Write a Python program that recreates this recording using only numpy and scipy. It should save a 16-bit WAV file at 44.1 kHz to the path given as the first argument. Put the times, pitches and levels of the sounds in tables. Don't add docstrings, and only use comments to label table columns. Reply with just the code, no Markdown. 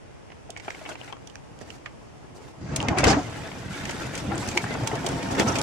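import sys
import numpy as np
from scipy import signal
from scipy.fft import rfft, irfft
from scipy.io import wavfile
from scipy.ndimage import uniform_filter1d, minimum_filter1d, map_coordinates

SR = 44100
rng = np.random.default_rng(int(sys.argv[2]) if len(sys.argv) > 2 else 0)


def wrap_up_sound(samples):
    columns = np.atleast_2d(samples).T
    tamed = np.clip(columns, -1, 1)
    steps = np.round(tamed * 32767).astype(np.int16)
    wavfile.write(sys.argv[1], SR, steps)


N = 247842
TIME = np.arange(N) / SR
HZ = np.maximum(np.fft.rfftfreq(N, 1 / SR), 1)
LEFT_RIGHT = np.array([[1], [-1]])


def from_db(db):
    return 10 ** (np.asarray(db) / 20)


def rms_one(x):
    return x / np.sqrt(np.mean(x ** 2) + 1e-20)


def at_hz(points):
    hz, value = np.transpose(points)
    return np.interp(np.log(HZ), np.log(hz), value)


def band(x, low_hz, high_hz, order=2):
    edges = [low_hz, min(high_hz, SR / 2 - 500)]
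    return signal.sosfilt(signal.butter(order, edges, "band", fs=SR, output="sos"), x)


def resonate(x, hz, width_hz):
    radius = np.exp(-np.pi * width_hz / SR)
    zeros = np.array([1, 0, -1]) * (1 - radius * radius) / 2
    poles = [1, -2 * radius * np.cos(2 * np.pi * hz / SR), radius * radius]
    return signal.lfilter(zeros, poles, x + 1e-18)


def drift(rate):
    knots = rng.standard_normal(4000)
    return rms_one(np.interp(TIME * rate, np.arange(len(knots)), knots))


# frequency in Hz, left over right in dB.
STEREO_BALANCE = [(120, -1), (300, 0), (1000, 2), (2000, -1), (8000, 0)]


def spread(pair, colour, likeness):
    mid, side = rfft(pair) * from_db(at_hz(colour))
    alike = np.clip(at_hz(likeness), -1, 1)
    both = np.sqrt(1 + alike) * mid + np.sqrt(1 - alike) * side * LEFT_RIGHT
    return rms_one(irfft(both * from_db(LEFT_RIGHT * at_hz(STEREO_BALANCE) / 2), N))


# frequency in Hz, relative density in dB per Hz.
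BACKGROUND_COLOUR = [(20, -23), (45, -12), (85, -4.5), (140, -1.5), (200, -8.5), (460, -10), (850, -15.5),
                     (1300, -22), (3000, -27), (3900, -36), (5500, -31.5), (10900, -42.5), (12500, -71),
                     (15500, -72)]
# frequency in Hz, likeness from -1 to 1.
BACKGROUND_LIKENESS = [(60, 0.76), (150, -0.76), (380, -0.55), (950, -0.29), (2380, 0.063), (5980, -0.36),
                       (15000, 0.04)]


def background(level_db=-46.5):
    return from_db(level_db) * spread(rng.standard_normal((2, N)), BACKGROUND_COLOUR, BACKGROUND_LIKENESS)


def contacts(per_s, size_db, smooth, judder_db, judder_rate):
    born = rng.random(N) < per_s / SR
    sizes = from_db(size_db * np.minimum(rng.exponential(1, N), 3))
    grains = rms_one(born * sizes * rng.standard_normal((2, N)))
    friction = smooth * rng.standard_normal((2, N))
    return (grains + friction) * from_db(judder_db * drift(judder_rate))


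def rattles(low_hz, high_hz, per_s, width_hz, size_db, count=24):
    born = rng.random(N) < per_s / SR
    jogs = born * from_db(size_db * rng.standard_normal(N)) * rng.choice([-1, 1], (2, N))
    dealt = rng.integers(0, count, N)
    pitches = np.linspace(low_hz, high_hz, count) + rng.normal(0, width_hz / 2, count)
    return rms_one(sum(resonate(jogs * (dealt == part), hz, width_hz) for part, hz in enumerate(pitches)))


# frequency in Hz, width in Hz, relative level in dB.
TRACK_MODES = [(262.8, 12, -1), (284, 10.5, -4), (466, 3.2, -18), (537, 3.9, -32), (670.5, 3, -0.5),
               (730, 2, -0.5), (850, 23, -11), (940, 16, -17), (1062, 5.9, -3.5), (1289, 2.2, 8.5),
               (1486, 50, -6.5), (1790, 23, 5), (2070, 33, -4), (2270, 210, -2), (2930, 20, -3),
               (3630, 21, -3), (4380, 28, -6), (4710, 70, 9), (5700, 60, 4), (6060, 48, 0), (6800, 15, -6),
               (8400, 82, -9)]


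def through_tracks(x, ring_db):
    ring = sum(from_db(db) * resonate(x, hz, width_hz) for hz, width_hz, db in TRACK_MODES)
    return x + from_db(ring_db) * ring


# start in seconds, length in seconds, roller grind in dB, hinge rattle in dB, seal hiss in dB.
DRAGS = [(0.61, 0.24, -52, -51, -54.5), (0.86, 0.066, -43, -44.5, -49.5),
         (0.965, 0.14, -52.5, -50.5, -56.5), (1.595, 0.015, -46, -49, -51.5),
         (1.645, 0.11, -55, -56, -55.5), (2.342, 0.025, -46.5, -66, -51.5),
         (2.394, 0.11, -53, -57.5, -60.5), (2.805, 0.045, -30, -49, -53), (2.888, 0.087, -28, -57, -70),
         (2.967, 0.041, -41, -28.5, -36.5), (3.055, 0.057, -39, -26, -25.5), (3.154, 0.026, -28, -46, -47),
         (3.29, 0.19, -43.5, -44, -55), (3.689, 0.29, -44.5, -41, -47), (3.986, 0.085, -42, -40.5, -45),
         (4.105, 0.098, -62, -40, -45.5), (4.286, 0.057, -32.5, -41, -56), (4.366, 0.19, -44, -45, -45),
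         (4.548, 0.094, -46, -66, -44.5), (4.683, 0.028, -33, -38.5, -64), (4.905, 0.05, -31.5, -59, -65),
         (5.049, 0.074, -36.5, -42, -46.5), (5.364, 0.051, -23, -29.5, -36), (5.45, 0.043, -28, -39, -40.5)]
DRAG_ATTACK_S, DRAG_RELEASE_S = 0.027, 0.018
DRAG_SWELL_SHARE = 0.024
STICK_DB, STICK_PER_S = -1, 180


def rubbing():
    out = 0
    for s, length, *levels in DRAGS:
        attack = np.clip((TIME - s) / (DRAG_ATTACK_S + DRAG_SWELL_SHARE * length), 0, 1)
        release = np.exp(-np.clip(TIME - s - length, 0, 1) / DRAG_RELEASE_S)
        out = out + np.outer(from_db(levels), attack * release)
    return out * rms_one(from_db(STICK_DB * drift(STICK_PER_S)))


def swing(shake, at_s):
    s, db = np.transpose(shake)
    return np.interp(at_s, s, db) - db.mean()


# frequency in Hz, likeness from -1 to 1.
DOOR_LIKENESS = [(60, 0.88), (130, 1), (290, 0.65), (640, 0.7), (1410, 0.39), (3100, 0.24), (6820, 0.25),
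                 (15000, 0.13)]


def moving_door(shake, parts, colour, sources, drags):
    start, end = shake[0][0], shake[-1][0]
    moving = np.interp(TIME, [start - .02, start + .02, end - .02, end + .02], [0, 1, 1, 0])
    ranges_hz = [(25, 300), (300, 1300), (1300, 4000), (4000, 17000)]
    out, shake_db = 0, swing(shake, TIME)
    for source, drag, (db, follows), (low, high) in zip(sources, drags, parts, ranges_hz):
        gain = np.hypot(from_db(db + follows * shake_db), drag)
        out = out + gain * spread(band(source, low, high, order=4), colour, DOOR_LIKENESS)
    return out * np.sqrt(moving)


# time in seconds, shake in dB.
STRAIN_SHAKE = [(0, -56.5), (.5, -54.5), (1.55, -52.5), (2.6, -52.5)]
JOLT_SHAKE = [(2.6, -63), (2.618, -50), (2.738, -38), (2.878, -36.5), (2.886, -31), (2.958, -41),
              (2.976, -29), (3.026, -31), (3.04, -25.5), (3.114, -22.5), (3.264, -52.5), (3.27, -44)]
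TRAVEL_SHAKE = [(3.2, -41), (3.54, -42), (3.72, -42.5), (3.91, -39), (4.8, -32.5), (5.37, -32),
                (5.519, -22.5), (5.62, -24)]
# level in dB at the mean shake, dB gained per dB of shake.
STRAIN_PARTS = [(-57, 2.5), (-56, 1.5), (-63.5, 0), (-69, 1.5)]
JOLT_PARTS = [(-33, 0.83), (-37, 1.11), (-43.5, 0.96), (-51.5, 0.51)]
TRAVEL_PARTS = [(-35.5, 0.58), (-37.5, 0.78), (-41.5, 0.51), (-47.5, 0.48)]
# frequency in Hz, relative density in dB per Hz.
JOLT_COLOUR = [(20, -24), (40, 0), (80, 5), (130, 7), (200, 2.5), (290, 3), (450, -5.5), (760, -4),
               (1200, -11.5), (2070, -16.5), (3880, -30.5), (6890, -32), (8950, -45.5), (11000, -57),
               (15500, -78)]
ROLL_COLOUR = [(20, -14), (42, -8), (60, -1.5), (120, 4.5), (170, 2), (270, -2), (420, -6), (890, -9.5),
               (1200, -14.5), (2250, -20), (3200, -24.5), (7500, -28.5), (11500, -40.5), (14000, -45.5),
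               (15800, -55)]


def door():
    panels = contacts(per_s=760, size_db=-0.5, smooth=0.83, judder_db=2.0, judder_rate=25)
    rollers = contacts(per_s=420, size_db=1.5, smooth=1.0, judder_db=0.74, judder_rate=42)
    rollers = rollers + from_db(-13.5) * rattles(283.0, 1336.7, per_s=150, width_hz=21.0, size_db=-0.5)
    hinges = contacts(per_s=900, size_db=1, smooth=1.0, judder_db=0.5, judder_rate=45)
    hinges = hinges + from_db(-6.5) * rattles(1356.6, 3898, per_s=220, width_hz=22.7, size_db=-0.5)
    seal = contacts(per_s=4000, size_db=-5.0, smooth=1.0, judder_db=0.9, judder_rate=45)
    seal = seal + from_db(-9.0) * rattles(4220, 11630, per_s=83, width_hz=43, size_db=-1.5)
    sources = [through_tracks(panels, ring_db=-8), through_tracks(rollers, ring_db=4.5),
               through_tracks(hinges, ring_db=-24.0), through_tracks(seal, ring_db=-12.0)]
    drags = [0, *rubbing()]
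    strain = moving_door(STRAIN_SHAKE, STRAIN_PARTS, ROLL_COLOUR, sources, drags)
    jolt = moving_door(JOLT_SHAKE, JOLT_PARTS, JOLT_COLOUR, sources, drags)
    travel = moving_door(TRAVEL_SHAKE, TRAVEL_PARTS, ROLL_COLOUR, sources, drags)
    return strain + jolt + travel


REBOUND_S, REBOUND_DB, REBOUND_SCATTER = .007, -21, .25


def slip(t, rise, sharpness=0.86):
    delay = REBOUND_S * np.exp(REBOUND_SCATTER * rng.standard_normal())
    first, second = t / rise, np.maximum(t - delay, 0) / rise
    rebound = from_db(REBOUND_DB) * (second * np.exp(-second)) ** sharpness
    return (first * np.exp(-first)) ** sharpness + rebound


def with_ring(chatter, hz, envelope, clean):
    clean = np.clip(clean, 0, 1)
    ping = envelope * np.sin(2 * np.pi * hz * TIME[:len(envelope)])
    return rms_one(np.sqrt(1 - clean) * rms_one(chatter) + np.sqrt(clean) * rms_one(ping))


# start in seconds, hinge level in dB, wood over hinge in dB,
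# tick over hinge in dB, hinge pitch in Hz, wood pitch in Hz, rise time in seconds,
# clean ring from 0 to 1, left over right in dB.
JOINT_CLACKS = [(.302, -53, 2, -19, 2200, 690, 0.00091, 0.3, -5),
                (.316, -48.5, -1, -13, 2160, 695, .003, 0.2, -6),
                (.494, -63, 23.5, -15, 2500, 670, 0.0022, 0.8, -1),
                (.499, -61.5, 17, -15, 2550, 416, 0.0027, 0.8, -1),
                (.5035, -44, -10, 3, 3650, 626, 0.00086, 0, -7.5),
                (.5632, -38.5, -10, -19, 2260, 700, 0.0011, 0.4, -2),
                (.571, -43, -2.5, -3.5, 2200, 800, 0.0029, 0.3, -5),
                (.597, -45, -5, -6, 2270, 700, 0.0025, 0.3, -7),
                (.645, -50, -4, -17, 2200, 700, 0.0018, 0, -7),
                (.6795, -38, 9, -23, 2320, 672, 0.0021, 0.37, 0),
                (.7032, -36, -7, -10, 2130, 810, 0.0012, 0.25, -5),
                (.717, -52, -6, -16, 2000, 800, 0.0017, 0, -1),
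                (.7465, -42.5, -8, -20, 2180, 744, 0.0011, 0.5, 0),
                (.812, -54, 14.5, -14, 2100, 630, 0.0033, 0.7, 1),
                (.8515, -42, -4, -26, 2200, 860, 0.0024, 0.15, 3),
                (.859, -40.5, 2.5, -18, 2700, 730, 0.0024, 0, 2),
                (.889, -47.5, 12.5, 5.5, 2570, 624, 0.0039, 0.03, 0),
                (.9135, -43.5, 6, -22, 2740, 623, 0.0029, 0.23, 6),
                (.9535, -43, 0.5, -13, 2400, 735, .0015, 0.1, -1),
                (1.0125, -41.5, -0.5, -19, 2970, 433, 0.00078, 0, 2),
                (1.044, -57, -2, 2, 2500, 700, .0014, 0.05, -5),
                (1.076, -45.5, -1, -16, 1990, 700, 0.0024, 0.02, 5),
                (1.098, -57, 12, -14, 1500, 875, 0.0023, 0.1, 3),
                (1.1252, -42, 1, -8.5, 3080, 815, 0.00073, 0.14, 5.5),
                (1.13, -44, 5, -20, 1600, 776, 0.0018, 0.1, 2),
                (1.167, -56, 7, -6, 1600, 900, .0012, 0.2, -2),
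                (1.272, -50, -11, 3, 3180, 700, 0.0013, 0.04, -7),
                (1.297, -52, -3, -4, 2980, 700, 0.002, .1, -7),
                (1.3555, -42, -29, -5, 1750, 700, 0.00049, 0.4, -8.5),
                (1.589, -60.5, -7, 4, 3200, 700, 0.00074, 0.05, -8),
                (1.611, -52.5, 10, -0.5, 1800, 420, 0.0033, 0.3, -12),
                (1.7025, -44.5, -12, -9, 2760, 700, 0.001, 0, -12),
                (1.8585, -35.5, -10, -14, 1860, 1100, 0.0016, 0.35, -4),
                (1.862, -45, -0.5, -25, 1670, 1220, 0.004, 0.37, -1),
                (2.73, -51, 15.5, -15, 2200, 644, 0.019, 0.9, 0),
                (2.7605, -34.5, -7, 9.5, 2400, 653, 0.0022, 0.05, 1),
                (2.8019, -29.5, -12, -13.5, 2810, 700, 0.0011, 0.33, -2),
                (2.812, -46, 9, 2, 2950, 1150, 0.0022, .4, 2),
                (2.8268, -40, -14, 0, 3180, 700, 0.00068, 0.2, 1),
                (2.8835, -24.5, -3.5, -7.5, 2120, 560, 0.0019, 0.08, -2),
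                (2.908, -43.5, 15, -14, 1960, 640, 0.0054, 0.5, 0),
                (2.926, -47, 14, -19, 2000, 796, .005, 0.1, -2),
                (2.950, -50, 0, -13, 2600, 700, .0012, 0, -2),
                (2.972, -33, 0, -25, 2400, 600, 0.0034, 0.4, 8),
                (2.9837, -24.5, -18, -3, 1440, 600, 0.0022, 0.05, 3),
                (3.005, -41, 9, 3, 2300, 715, 0.0016, 0.2, -1),
                (3.032, -31.5, 13.5, -18, 2640, 610, .0035, 0.46, -2),
                (3.0395, -19, -4, -2.5, 2090, 564, 0.0021, 0.25, 0.5),
                (3.049, -26, 4, -10, 2800, 477, 0.0028, 0.05, 6),
                (3.0665, -28, 4, -5, 1620, 700, 0.0021, 0.36, -1),
                (3.070, -34.5, 15.5, -12, 1770, 445, 0.0047, 0.85, 9),
                (3.0825, -30, 10, -6, 1490, 700, 0.0021, 0.2, 7),
                (3.0975, -33, -6, -2.5, 1980, 497, 0.0017, 0.2, 3),
                (3.128, -28.5, 7, -10, 1740, 700, 0.0035, .3, -2),
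                (3.142, -36.5, 12, -18, 1700, 900, 0.0041, .2, 0),
                (3.186, -48, 18, -15, 1800, 725, 0.0073, 0.76, -1),
                (3.473, -50, -6, -3, 2600, 700, .0015, 0.2, 0),
                (3.515, -42, 1.5, -17, 2460, 700, 0.0016, 0, 2),
                (3.8526, -36, -15, -2, 2500, 700, 0.0016, 0.2, 0),
                (3.8921, -34, -0.5, -5, 2120, 613, 0.0026, 0.05, 1),
                (3.9075, -41.5, -10, 4, 2400, 700, 0.0029, 0.2, -2),
                (4.1511, -39.5, -8, 4, 2620, 700, 0.0021, 0.2, 0),
                (4.176, -39.5, -19, 2.5, 2330, 700, 0.0021, 0.3, 5),
                (4.316, -39.5, 6.5, -22, 1380, 803, 0.0041, 0.8, 12),
                (4.378, -42, 2, 4.5, 2760, 700, 0.0018, 0.03, 3),
                (4.426, -41.5, 7.5, -11, 1520, 980, 0.0035, 0.45, -1),
                (4.474, -49, -6, 9, 2500, 700, 0.0025, 0.1, 0),
                (4.4858, -37.5, -11, 5, 2570, 700, 0.002, 0.4, -1),
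                (4.512, -40, -15, 0, 2480, 700, 0.0025, 0.3, -1),
                (4.5705, -30.5, -1.5, -5.5, 2090, 850, 0.0017, 0.26, 1),
                (4.574, -19.5, -10, -7.5, 2270, 890, 0.0015, 0.43, -0.5),
                (4.64, -32.5, -0.5, -21, 1640, 790, 0.0017, 0.43, 1),
                (4.659, -43, 4, -18, 1703, 860, .002, .3, -2),
                (4.705, -38, 4, -15, 1440, 470, 0.0036, .2, 6),
                (4.7385, -45, 0, 1, 2200, 700, .001, 0.3, 1),
                (4.746, -35.5, 4.5, -20, 1480, 650, 0.0038, 0.25, 4),
                (4.808, -48, 13, -17, 1800, 786, 0.0022, 0.4, 2),
                (4.833, -45, 12, -1, 2000, 600, .003, 0.26, 2),
                (4.872, -34, -1, 6, 2860, 1010, 0.0021, 0.06, -3),
                (4.914, -37, 1, -25, 1930, 700, 0.0018, 0.33, 6),
                (4.960, -47, 13, -15, 1990, 677, .003, 0.5, 1),
                (5.043, -44, 13, -17, 2000, 686, .0035, 0.5, 2),
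                (5.0632, -33, 1, 3.5, 3060, 700, 0.0019, 0.06, -2),
                (5.0865, -42, -1, 5.5, 2600, 700, 0.0021, 0, 1),
                (5.127, -43, 7, -12, 2100, 680, 0.0016, 0.2, 2),
                (5.227, -41.5, -4, 0, 2400, 700, 0.0025, 0.1, 0),
                (5.3095, -42.5, 13, 7, 2400, 700, 0.0075, 0.2, 1.5),
                (5.349, -36.5, 4, -5, 2000, 824, 0.0026, 0.2, 1),
                (5.3955, -25, 1.5, 0, 1948, 480, 0.0023, .2, 1.5),
                (5.406, -29, -7, -17, 3370, 600, 0.0021, 0.4, 1),
                (5.479, -36, 3, 0, 1400, 563, 0.0051, 0.2, 11),
                (5.5535, -28.5, -3, -2.5, 2445, 700, 0.004, 0.2, -1),
                (5.5842, -36, -4, 6.5, 2880, 700, 0.003, 0, 1),
                (5.614, -37.5, -8, 7, 3180, 700, 0.00088, 0, 0)]
# multiple of its pitch, width in Hz, relative level in dB.
FRAME_MODES = [(.56, 140, 8), (1, 100, 8), (1.16, 230, 7), (1.41, 400, 4), (2.07, 520, 5)]
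TICK_HZ, TICK_OCTAVE_DB = 5930, 52


def clacks(rows, hinge_width_hz=650, hinge_wide=0.21, tick_width_hz=2400, tick_wide=1.0, tick_reach=1.5,
           wood_apart=0.88, steel_apart=1.0):
    size = SR // 12
    t, out = np.arange(size) / SR, np.zeros((2, N + 2 * size))
    for s, hinge_db, wood_over_db, tick_over_db, hinge_hz, wood_hz, rise, clean, pan_db in rows:
        wood_db, tick_db = hinge_db + wood_over_db, hinge_db + tick_over_db
        tick_hz = TICK_HZ * 2 ** (tick_over_db / TICK_OCTAVE_DB)
        envelope = slip(t, rise)
        mid, side = rng.standard_normal((2, size)) * envelope
        side = side * LEFT_RIGHT
        soft, hard = mid + wood_apart * side, mid + steel_apart * side

        wood = sum(from_db(db) * resonate(soft, multiple * wood_hz, width_hz)
                   for multiple, width_hz, db in FRAME_MODES)
        wood = with_ring(band(wood, 108, 1.62 * wood_hz), wood_hz, envelope, clean)

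        hinge = resonate(hard, hinge_hz, hinge_width_hz) + hinge_wide * hard
        hinge = band(hinge, 0.72 * hinge_hz, 2700 + 0.25 * hinge_hz, order=4)
        hinge = with_ring(hinge, hinge_hz, envelope, clean)

        tick = resonate(hard, tick_hz, tick_width_hz) + tick_wide * hard
        tick = band(tick, 3450, tick_reach * tick_hz, order=3)
        knock = from_db(wood_db) * wood + from_db(hinge_db) * hinge + from_db(tick_db) * rms_one(tick)

        snap_db = tick_db - 21 + 0.25 * (tick_db + 39)
        knock = knock + from_db(snap_db) * rms_one(band(hard, 5600, 25000, order=3))
        knock = knock * np.sqrt(SR / 100 / size)
        start = int(s * SR)
        out[:, start:start + size] += knock * from_db(LEFT_RIGHT * pan_db / 2)
    return out[:, :N]


SMALL_WOOD_HZ, SMALL_SLIP_S = 700, 0.0018
CRACKLE_DB, CRACKLE_HZ = -11.5, 2400


def crackles(count=2, wood_db=-6, pitch_octaves=0.24):
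    chance = rng.random((len(DRAGS), count, 2))
    rows = []
    for (s, length, _, rattle_db, hiss_db), draws in zip(DRAGS, chance):
        for when, pitch in draws:
            start = s + DRAG_ATTACK_S + length * when
            hinge_hz = CRACKLE_HZ * 2 ** (pitch_octaves * (2 * pitch - 1))
            rows.append((start, rattle_db + CRACKLE_DB, wood_db, hiss_db - rattle_db,
                         hinge_hz, SMALL_WOOD_HZ, SMALL_SLIP_S, 0, 0))
    return rows


def garage(x, t60_s=0.11, wall_cut_hz=5000):
    t = TIME[:SR // 2]
    echoes = band(rng.standard_normal((2, len(t))), 200, wall_cut_hz, order=1)
    echoes = echoes * from_db(-60 * t / t60_s) * (1 - np.exp(-t / 0.0083))
    return signal.fftconvolve(x, rms_one(echoes) / np.sqrt(len(t)), axes=1)[:, :N]


# start in seconds, level in dB, pitch in Hz, rise time of the lowest mode in seconds.
PANEL_BUMPS = [(1.607, -45, 133, 0.012), (2.633, -34, 136, 0.0098), (2.685, -31, 155, .008),
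               (2.726, -21, 145, 0.0097), (2.767, -27, 128, .012), (2.831, -25, 161, 0.0066),
               (2.883, -17.5, 246, 0.0036), (2.908, -22.5, 157, 0.0095), (2.984, -19, 131, 0.015),
               (3.042, -22, 241, 0.0058), (3.061, -10, 90.6, 0.0072), (3.075, -18, 66, 0.014),
               (3.114, -23, 126, 0.0095), (3.165, -14, 284, 0.0088), (3.229, -29, 114, 0.016),
               (4.047, -30, 131, 0.017), (4.249, -25, 279, 0.0038), (4.28, -25.5, 196, 0.014),
               (4.31, -28.5, 333, 0.024), (4.54, -28, 230, .006), (4.557, -20.5, 356, 0.007),
               (4.632, -23.5, 118.3, 0.013), (4.818, -17, 117.6, 0.011), (4.928, -22, 120, 0.0073),
               (5.085, -26, 273, .015), (5.335, -25.5, 260, 0.0095), (5.397, -12, 247, 0.0021),
               (5.44, -19.5, 224, 0.013), (5.465, -22, 100, .012)]
# multiple of its pitch, level in dB relative to the bump.
PANEL_MODES = [(1, -3.5), (1.5, -16.5), (2.3, -12.5)]


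def thumps():
    out, t = np.zeros(N + SR // 2), TIME[:SR // 2]
    for s, db, hz, rise in PANEL_BUMPS:
        start = int(s * SR)
        for multiple, mode_db in PANEL_MODES:
            age = t * multiple / rise
            boom = np.sin(2 * np.pi * multiple * hz * t) * age * np.exp(1 - age)
            out[start:start + len(t)] += from_db(db + mode_db) * boom
    return out[:N]


# start in seconds, length in seconds, level in dB, pitch in Hz, resonance width in Hz.
FRICTION_SQUEAKS = [(2.973, .035, -41.5, 8900, 200), (4.348, .02, -41.5, 7760, 1000),
                    (4.386, 0.052, -44, 7700, 1000), (4.62, .04, -46, 8000, 1000),
                    (4.675, 0.091, -40, 2055, 110), (5.457, 0.079, -30.5, 1322, 30),
                    (5.472, 0.029, -32, 6080, 600), (5.474, .035, -37, 5370, 150),
                    (5.514, 0.022, -36, 5800, 1000)]


def squeaks():
    friction, out = rng.standard_normal((2, N)), 0
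    for s, length, db, hz, width_hz in FRICTION_SQUEAKS:
        tone = resonate(resonate(friction, hz, width_hz), hz, width_hz)
        swell = np.sin(np.pi * np.clip((TIME - s) / length, 0, 1))
        out = out + from_db(db) * rms_one(tone) * swell
    return out


SMALL_DB, SMALL_WOOD_DB, SMALL_TICK_DB, SMALL_HZ = -50, -1, -5, 2200
SMALL_PER_S, SMALL_SCATTER_DB = 10, 3


def small_clacks(pitch_octaves=0.26, pan_db=3):
    start, end = TRAVEL_SHAKE[0][0], TRAVEL_SHAKE[-1][0]
    times = start + np.cumsum(rng.exponential(1, size=60)) / SMALL_PER_S
    chance = rng.standard_normal((len(times), 5))
    rows = []
    for s, (loud, wood, tick, pitch, pan) in zip(times, chance):
        if s < end:
            hinge_db = SMALL_DB + swing(TRAVEL_SHAKE, s) + SMALL_SCATTER_DB * loud
            wood_over_db = SMALL_WOOD_DB + SMALL_SCATTER_DB * wood
            tick_over_db = SMALL_TICK_DB + SMALL_SCATTER_DB * tick
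            hinge_hz = SMALL_HZ * 2 ** (pitch_octaves * pitch)
            rows.append((s, hinge_db, wood_over_db, tick_over_db, hinge_hz,
                         SMALL_WOOD_HZ, SMALL_SLIP_S, 0, pan_db * pan))
    return rows


# time in seconds, turning rate in Hz, whine level in dB before the tones' own gains.
DRIVE_SPEED = [(3.75, 153, -55), (4.0, 170.7, -53), (4.2, 189, -46), (4.5, 208.3, -51), (4.72, 218, -52),
               (5.0, 225.7, -42), (5.14, 228.5, -39), (5.26, 231.4, -39), (5.4, 231.5, -40),
               (5.62, 227, -40)]
# multiple of the turning rate, relative level in dB.
DRIVE_TONES = [(1.17, -3), (1.66, -5), (3, -2.5), (4, 0), (8, -11), (24, -14), (32, -24)]
DRIVE_WOBBLE, DRIVE_FLICKER_DB = .0015, 3
DRIVE_BRIGHTENS = .3


def opener(flicker_rate=9, apart=0.73):
    s, hz, db = np.transpose(DRIVE_SPEED)
    speed = np.interp(TIME, s, hz) * (1 + DRIVE_WOBBLE * drift(20))
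    turns, out = np.cumsum(speed) / SR, 0
    for multiple, tone_db in DRIVE_TONES:
        phase = 2 * np.pi * multiple * turns + apart * drift(flicker_rate) * LEFT_RIGHT
        flicker = from_db(tone_db + DRIVE_FLICKER_DB * drift(flicker_rate))
        brightening = (speed / hz.max()) ** (DRIVE_BRIGHTENS * multiple)
        out = out + flicker * brightening * np.sin(phase)
    return out * np.interp(TIME, s, from_db(db), left=0)


def scene():
    rolling = door() + squeaks() + opener()
    knocks = clacks([*JOINT_CLACKS, *small_clacks(), *crackles()])
    knocks = through_tracks(knocks, ring_db=-24)
    echo = from_db(-17.5) * garage(knocks)
    return background() + rolling + knocks + echo + thumps()


def limit(x, ceiling_db=-4.0):
    size = SR // 200
    gain = np.minimum(1, from_db(ceiling_db) / (np.abs(x).max(axis=0) + 1e-9))
    return x * uniform_filter1d(minimum_filter1d(gain, size), size)


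def record(dry, left_lag_s=.00003, cutoff_hz=15900):
    left = map_coordinates(dry[0], [np.arange(N) - left_lag_s * SR], order=3, mode="nearest")
    limited = limit(np.array([left, dry[1]]))
    return signal.sosfilt(signal.ellip(10, .1, 80, cutoff_hz, fs=SR, output="sos"), limited)


dry = scene()
out = record(dry)
wrap_up_sound(out)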